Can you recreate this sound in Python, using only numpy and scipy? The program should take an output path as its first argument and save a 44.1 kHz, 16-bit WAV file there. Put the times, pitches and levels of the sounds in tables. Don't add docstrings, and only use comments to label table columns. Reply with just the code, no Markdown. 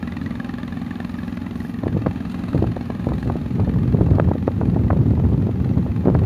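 import sys
import numpy as np
from scipy import signal
from scipy.fft import rfft, irfft
from scipy.io import wavfile
from scipy.ndimage import uniform_filter1d

SR = 44100
rng = np.random.default_rng(int(sys.argv[2]) if len(sys.argv) > 2 else 0)


def wav_out(sig):
    wavfile.write(sys.argv[1], SR, np.round(np.clip(np.atleast_2d(sig).T, -1, 1) * 32767).astype(np.int16))


N = 275702
T, HZ = np.arange(N) / SR, np.fft.rfftfreq(N, 1 / SR)

# (time [s], firing rate [Hz])
FIRING_RATE = [(0, 21.4), (0.5, 21.59), (1.5, 21.67), (2.3, 21.49), (3.5, 21.5), (4, 21.8), (4.5, 22.0),
               (5, 22.1), (5.5, 22.31), (6.25, 21.9)]


def amp(db):
    return 10 ** (np.asarray(db) / 20)


def unit_rms(x):
    return x / np.sqrt(np.mean(x ** 2) + 1e-20)


def curve(rows):
    return np.interp(T, *np.transpose(rows))


def spectrum(points):
    hz, db = np.transpose(points)
    return np.interp(np.log(HZ + 1), np.log(hz), db)


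def colour(x, db):
    cepstrum = irfft(np.maximum(db - db.max(), -100) * np.log(10) / 20, N)
    cepstrum[1:N // 2] *= 2
    cepstrum[N // 2 + 1:] = 0
    return unit_rms(irfft(rfft(x) * np.exp(rfft(cepstrum)), N))


def noise():
    return rng.standard_normal(N)


def wander(hz):
    return unit_rms(irfft(rfft(noise()) * np.exp(-(HZ / hz) ** 2), N))


def harmonics(cycles, partials, fading_db, fading_hz):
    tone = np.zeros(N)
    for k, db in partials:
        rms = amp(db + fading_db * wander(fading_hz))
        tone += np.sqrt(2) * rms * np.cos(2 * np.pi * (k * cycles + rng.random()))
    return tone


def firings(jitter_s=0.0002, first_cycle=0.555):
    cycles = np.cumsum(curve(FIRING_RATE)) / SR - first_cycle
    times = np.interp(np.arange(int(cycles[-1]) + 1), cycles, T)
    times += jitter_s * rng.standard_normal(len(times))
    return np.clip((times * SR).astype(int), 0, N - 1)


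def blows(fired, uneven_db):
    train = np.zeros(N)
    train[fired] = amp(uneven_db * rng.standard_normal(len(fired)))
    return train


def bursts(fired, delay_s, width_s, uneven_db):
    pulse = 1 / np.cosh((T[:SR // 20] - delay_s) / width_s)
    return signal.oaconvolve(blows(fired, uneven_db), pulse)[:N]


def exhaust(fired, roughness=0.14, rise_s=0.0029):
    # (frequency [Hz], level [dB], time to decay by 60 dB [s])
    modes = [(111, -35.5, 0.17), (177.7, -36.5, 0.3), (234.8, -25.5, 0.16), (217.2, -13.5, 0.037),
             (430, -49.5, 0.038)]
    t = T[:SR // 4]
    ring = -sum(amp(db - 60 * t / t60) * np.sin(2 * np.pi * hz * t) for hz, db, t60 in modes)
    ring *= 1 - np.exp(-t / rise_s)
    ring = signal.sosfilt(signal.butter(2, 60, "highpass", fs=SR, output="sos"), ring)
    push = blows(fired, uneven_db=0.7)
    puff = unit_rms(noise() * bursts(fired, delay_s=0.005, width_s=0.006, uneven_db=2)) * push.std()
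    return signal.oaconvolve(push + roughness * puff, ring)[:N]


def clatter(fired, valve_db=-11, rattle_db=-11.5, repeating=0.23):
    # (frequency [Hz], relative spectral density [dB])
    block_spectrum = [(150, 18.5), (430, 9.5), (680, 5.5), (1000, 7.5), (1500, 1.5), (2300, -0.5),
                      (3000, -7.5), (4200, -8.5), (5300, -22), (6900, -21), (7900, -31.5), (9600, -21.5),
                      (12000, -35.5), (15000, -32)]
    # (frequency [Hz], width [Hz], lift [dB])
    resonances = [(804, 71, 7.4), (1176, 220, 2.1), (1644, 140, 4.5), (2690, 83, 6.9)]
    # (time [s], level [dB])
    clatter_level = [(0, -36), (1.05, -36.5), (1.7, -38.5), (2.45, -35.5), (3.5, -38.5), (5.4, -43.5),
                     (6.25, -39)]
    knock = bursts(fired, delay_s=0.003, width_s=0.003, uneven_db=1)
    valves = bursts(fired, delay_s=0.019, width_s=0.0031, uneven_db=2.5)
    force = np.sqrt(knock ** 2 + (amp(valve_db) * valves) ** 2 + amp(rattle_db) ** 2)
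    pattern = signal.oaconvolve(blows(fired, uneven_db=0.5), noise()[:fired[1] - fired[0]])[:N]
    grain = noise() * amp(2.14 * wander(200)) + repeating * pattern
    lift = sum(db / (1 + (2 * (HZ - hz) / width) ** 2) for hz, width, db in resonances)
    block = colour(grain * force, spectrum(block_spectrum) + lift)
    block = reflected(block, delay_s=0.00162, echo_db=-10, sway=0.025)
    block = reflected(block, delay_s=0.0031, echo_db=-11, sway=0.15)
    turned = np.interp(T, [1.2, 2.2], [0, 1])
    large_panel = amp(-10.5 - 9 * turned) * panel(fired, hz=1794, width_hz=82)
    small_panel = amp(-21 - 9.5 * turned) * panel(fired, hz=3553 + 510 * turned, width_hz=570)
    return amp(curve(clatter_level)) * (unit_rms(block) + large_panel + small_panel)


def reflected(x, delay_s, echo_db, sway):
    path_s = delay_s * (1 + sway * wander(1.9))
    return x + amp(echo_db) * np.interp(T - path_s, T, x)


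def panel(fired, hz, width_hz, drift=0.07, scatter=0.7):
    strike = np.roll(blows(fired, uneven_db=3), SR // 400)
    grain = noise() * bursts(fired, delay_s=0.0036, width_s=0.0027, uneven_db=1.5)
    force = unit_rms(strike) + scatter * unit_rms(grain)
    centre = np.mean(hz)
    ring = colour(force, -20 * np.log10(1 + ((HZ - centre) / width_hz) ** 2))
    shift_hz = hz * (1 + drift * wander(11)) - centre
    return (signal.hilbert(ring) * np.exp(2j * np.pi * np.cumsum(shift_hz) / SR)).real


def valve_ticks(fired, second_db=-5, rattle_db=-12):
    # (time [s], level [dB])
    tick_level = [(0, -66), (1.1, -61.5), (1.5, -81), (2.05, -76), (2.3, -54.5), (2.9, -68), (3.2, -53.5),
                  (3.5, -65), (6.25, -72)]
    # (frequency [Hz], relative spectral density [dB])
    tick_spectrum = [(2000, -26.5), (2600, -4), (3200, -6), (4200, 0), (5300, -17), (7000, -14),
                     (7900, -18), (9700, -15), (13000, -23.5)]
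    first = bursts(fired, delay_s=0.0038, width_s=0.0026, uneven_db=2)
    second = bursts(fired, delay_s=0.024, width_s=0.005, uneven_db=6)
    force = first + amp(second_db) * second + amp(rattle_db)
    return amp(curve(tick_level)) * colour(noise() * force, spectrum(tick_spectrum))


def gear_whine():
    # (multiple of the firing rate [-], rms level [dB])
    partials = [(39, -57.5), (40, -63.5)]
    cycles = np.cumsum(curve(FIRING_RATE)) / SR
    return harmonics(cycles, partials, fading_db=2, fading_hz=7.1)


def far_boat(firing_hz=91.3, waver=0.0018):
    # (harmonic number [-], rms level [dB])
    partials = [(1, -40.5), (2, -36.5), (3, -40.5), (4, -53), (5, -58.5), (6, -61)]
    cycles = np.cumsum(firing_hz * (1 + waver * wander(4.55))) / SR
    return harmonics(cycles, partials, fading_db=1.5, fading_hz=1)


def water(wash_db=-39, grain_db=3, drops_db=-8, drops_per_s=90):
    # (frequency [Hz], relative spectral density [dB])
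    wash_spectrum = [(20, -47.5), (40, -30), (65, 3.5), (110, -5), (180, -6.5), (290, 0.5), (420, -23),
                     (800, -28.5), (1500, -25.5), (3000, -31.5), (5200, -43), (7000, -43.5), (7900, -57),
                     (9200, -52), (15500, -46)]
    # (frequency [Hz], relative spectral density [dB])
    fizz_spectrum = [(1500, -13), (4500, 21.5), (6800, 15), (7900, 6), (9700, 18), (12500, 17),
                     (15000, 12.5)]
    wash = amp(wash_db) * colour(noise(), spectrum(wash_spectrum))
    fizz = colour(noise() * amp(grain_db * wander(250)), spectrum(fizz_spectrum))
    t, drops = T[:SR // 100], np.zeros(N)
    pitches_hz = np.geomspace(4500, 14500, 12)
    for hz in pitches_hz:
        falls = rng.random(N) < drops_per_s / len(pitches_hz) / SR
        sizes = np.minimum(rng.exponential(1, N), 3)
        ping = np.sin(2 * np.pi * hz * t) * np.exp(-hz * t / 6)
        drops += signal.oaconvolve(falls * sizes, ping)[:N]
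    return wash + ripples() * (fizz + amp(drops_db) * unit_rms(drops))


def ripples(calm_db=-68.5):
    # (peak time [s], swell time [s], level [dB])
    breaks = [(1.22, 0.16, -71), (1.62, 0.097, -61)]
    return amp(calm_db) + sum(amp(db) * np.exp(-((T - s) / swell_s) ** 2) for s, swell_s, db in breaks)


def wind_strength(rise_s=0.024, fall_s=0.048):
    # (time [s], relative level [dB])
    breeze = [(0, -33.5), (.8, -36), (1.05, -42), (1.8, -33.5), (3.4, -28), (4.4, -25), (6.25, -19.5)]
    # (start of full strength [s], hold [s], relative level [dB])
    gusts = [(0.256, 0.016, -22.5), (1.862, 0.018, -25), (1.949, .025, -18), (2.064, .01, -22.5),
             (2.558, 0.011, -17), (2.63, 0.048, -18.5), (2.922, 0.0073, -26.5), (3.094, 0.011, -15),
             (3.272, 0.016, -14.5), (3.549, 0.19, -19), (3.744, 0.56, -16), (4.117, 0.028, -12.5),
             (4.313, 0.018, -21), (4.569, 0.33, -16.5), (4.929, 0.091, -14.5), (5.057, 0.41, -16),
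             (5.561, 0.34, -17), (6.08, 0.25, -15)]
    strength = amp(curve(breeze))
    for s, hold_s, db in gusts:
        shape = np.exp(-np.maximum(s - T, 0) / rise_s - np.maximum(T - s - hold_s, 0) / fall_s)
        strength = np.maximum(strength, amp(db) * shape)
    return strength


def wind(strength, lumpy_db=2.08, rumble_db=-1, flutter_db=-19, flutter_exponent=1.6):
    # (frequency [Hz], relative spectral density [dB])
    rumble_spectrum = [(20, -18), (32, -18.5), (45, -22.5), (62, -3), (90, 2), (130, 1.5), (200, -4.5),
                       (300, -13.5), (450, -21.5), (700, -41), (1100, -46), (1800, -62.5), (3000, -77)]
    # (frequency [Hz], relative spectral density [dB])
    flutter_spectrum = [(120, 5), (400, 5), (800, -3.5), (1400, -15.5), (2200, -30), (4000, -64)]
    flow = colour(noise(), spectrum(rumble_spectrum))
    flow /= np.sqrt(uniform_filter1d(flow ** 2, size=SR // 10))
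    rumble = strength * flow * amp(lumpy_db * wander(39))
    swing = unit_rms(abs(signal.hilbert(rumble)) ** flutter_exponent)
    flutter = colour(noise() * swing * amp(3.2 * wander(90)), spectrum(flutter_spectrum))
    return amp(rumble_db) * rumble + amp(flutter_db) * rumble.std() * flutter


def lesser_eddies(strength, per_s=7, over_wind_db=1, spread_db=3.5, centre_hz=308):
    rows = []
    for slot, (when, size, pitch) in enumerate(rng.random((int(per_s * N / SR), 3))):
        s = (slot + when) / per_s
        wind_db = 20 * np.log10(np.interp(s, T, strength))
        db = wind_db + over_wind_db + spread_db * (2 * size - 1)
        rows.append((s, db, centre_hz * 2 ** (pitch - 0.5)))
    return rows


def vortex(t, hz, phase_cycles):
    return (np.exp(2j * np.pi * phase_cycles) / (1 - 1j * np.pi * hz * t) ** 3).real


def eddies(strength, gain_db=-2.5, wake_db=-12, thump_db=-10, thump_hz=160, port_limit=0.8, port_hz=2450):
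    # (time [s], relative level [dB], pitch [Hz])
    strong_eddies = [(1.837, -10.5, 370), (1.869, -4, 246), (1.969, -5.5, 255), (2.063, -6.5, 676),
                     (2.069, -2, 288), (2.548, -4, 273), (2.625, -1.5, 247), (2.642, -8, 408),
                     (2.767, -10.5, 340), (2.902, -11, 322), (3.07, -5.5, 287), (3.12, -11.5, 443),
                     (3.3, -6.5, 524), (3.357, -9.5, 300), (3.597, -12, 433), (3.947, -7.5, 290),
                     (4.011, -5, 301), (4.185, -5.5, 370), (4.199, 3.5, 636), (4.288, -14, 340),
                     (4.315, -4, 417), (4.355, -9, 263), (4.479, 0.5, 410), (4.614, -6, 530),
                     (4.764, -5.5, 283), (4.905, -1.5, 580), (4.931, -7.5, 357), (5.493, -9.5, 264),
                     (5.777, -17, 450), (6.058, -4.5, 284), (6.073, -2.5, 280), (6.083, 1, 343),
                     (6.101, -5.5, 351), (6.151, -4, 560)]
    pressure = np.zeros(N)
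    for s, db, hz in list(strong_eddies) + lesser_eddies(strength):
        near = slice(max(int(s * SR) - SR // 40, 0), int(s * SR) + SR // 40)
        t, phase, wake = T[near] - s, rng.random(), 0
        for _ in range(5):
            lag_s = 1.508 / hz * rng.normal(loc=0.494)
            wake_hz = 0.95 * hz * 2 ** rng.uniform(-0.35, 0.67)
            wake += vortex(t - lag_s, wake_hz, rng.random())
        thump = amp(thump_db) * vortex(t, thump_hz, phase)
        pressure[near] += amp(db + gain_db) * (vortex(t, hz, phase) + thump + amp(wake_db) * wake)
    choked = port_limit * np.tanh(pressure / port_limit)
    return signal.sosfilt(signal.butter(4, port_hz, fs=SR, output="sos"), choked)


def scene():
    fired, strength = firings(), wind_strength()
    engine = exhaust(fired) + clatter(fired) + valve_ticks(fired) + gear_whine()
    return (engine + far_boat() + water() + wind(strength) + eddies(strength))[None]


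def record(dry):
    lean = signal.sosfilt(signal.butter(6, 43, "highpass", fs=SR, output="sos"), dry)
    rounded = lean / (1 + lean ** 8) ** (1 / 8)
    lowpass = signal.firwin(511, 15550, window=("kaiser", 9), fs=SR)
    return signal.oaconvolve(rounded, lowpass[None], "same")


dry = scene()
out = record(dry)
wav_out(out)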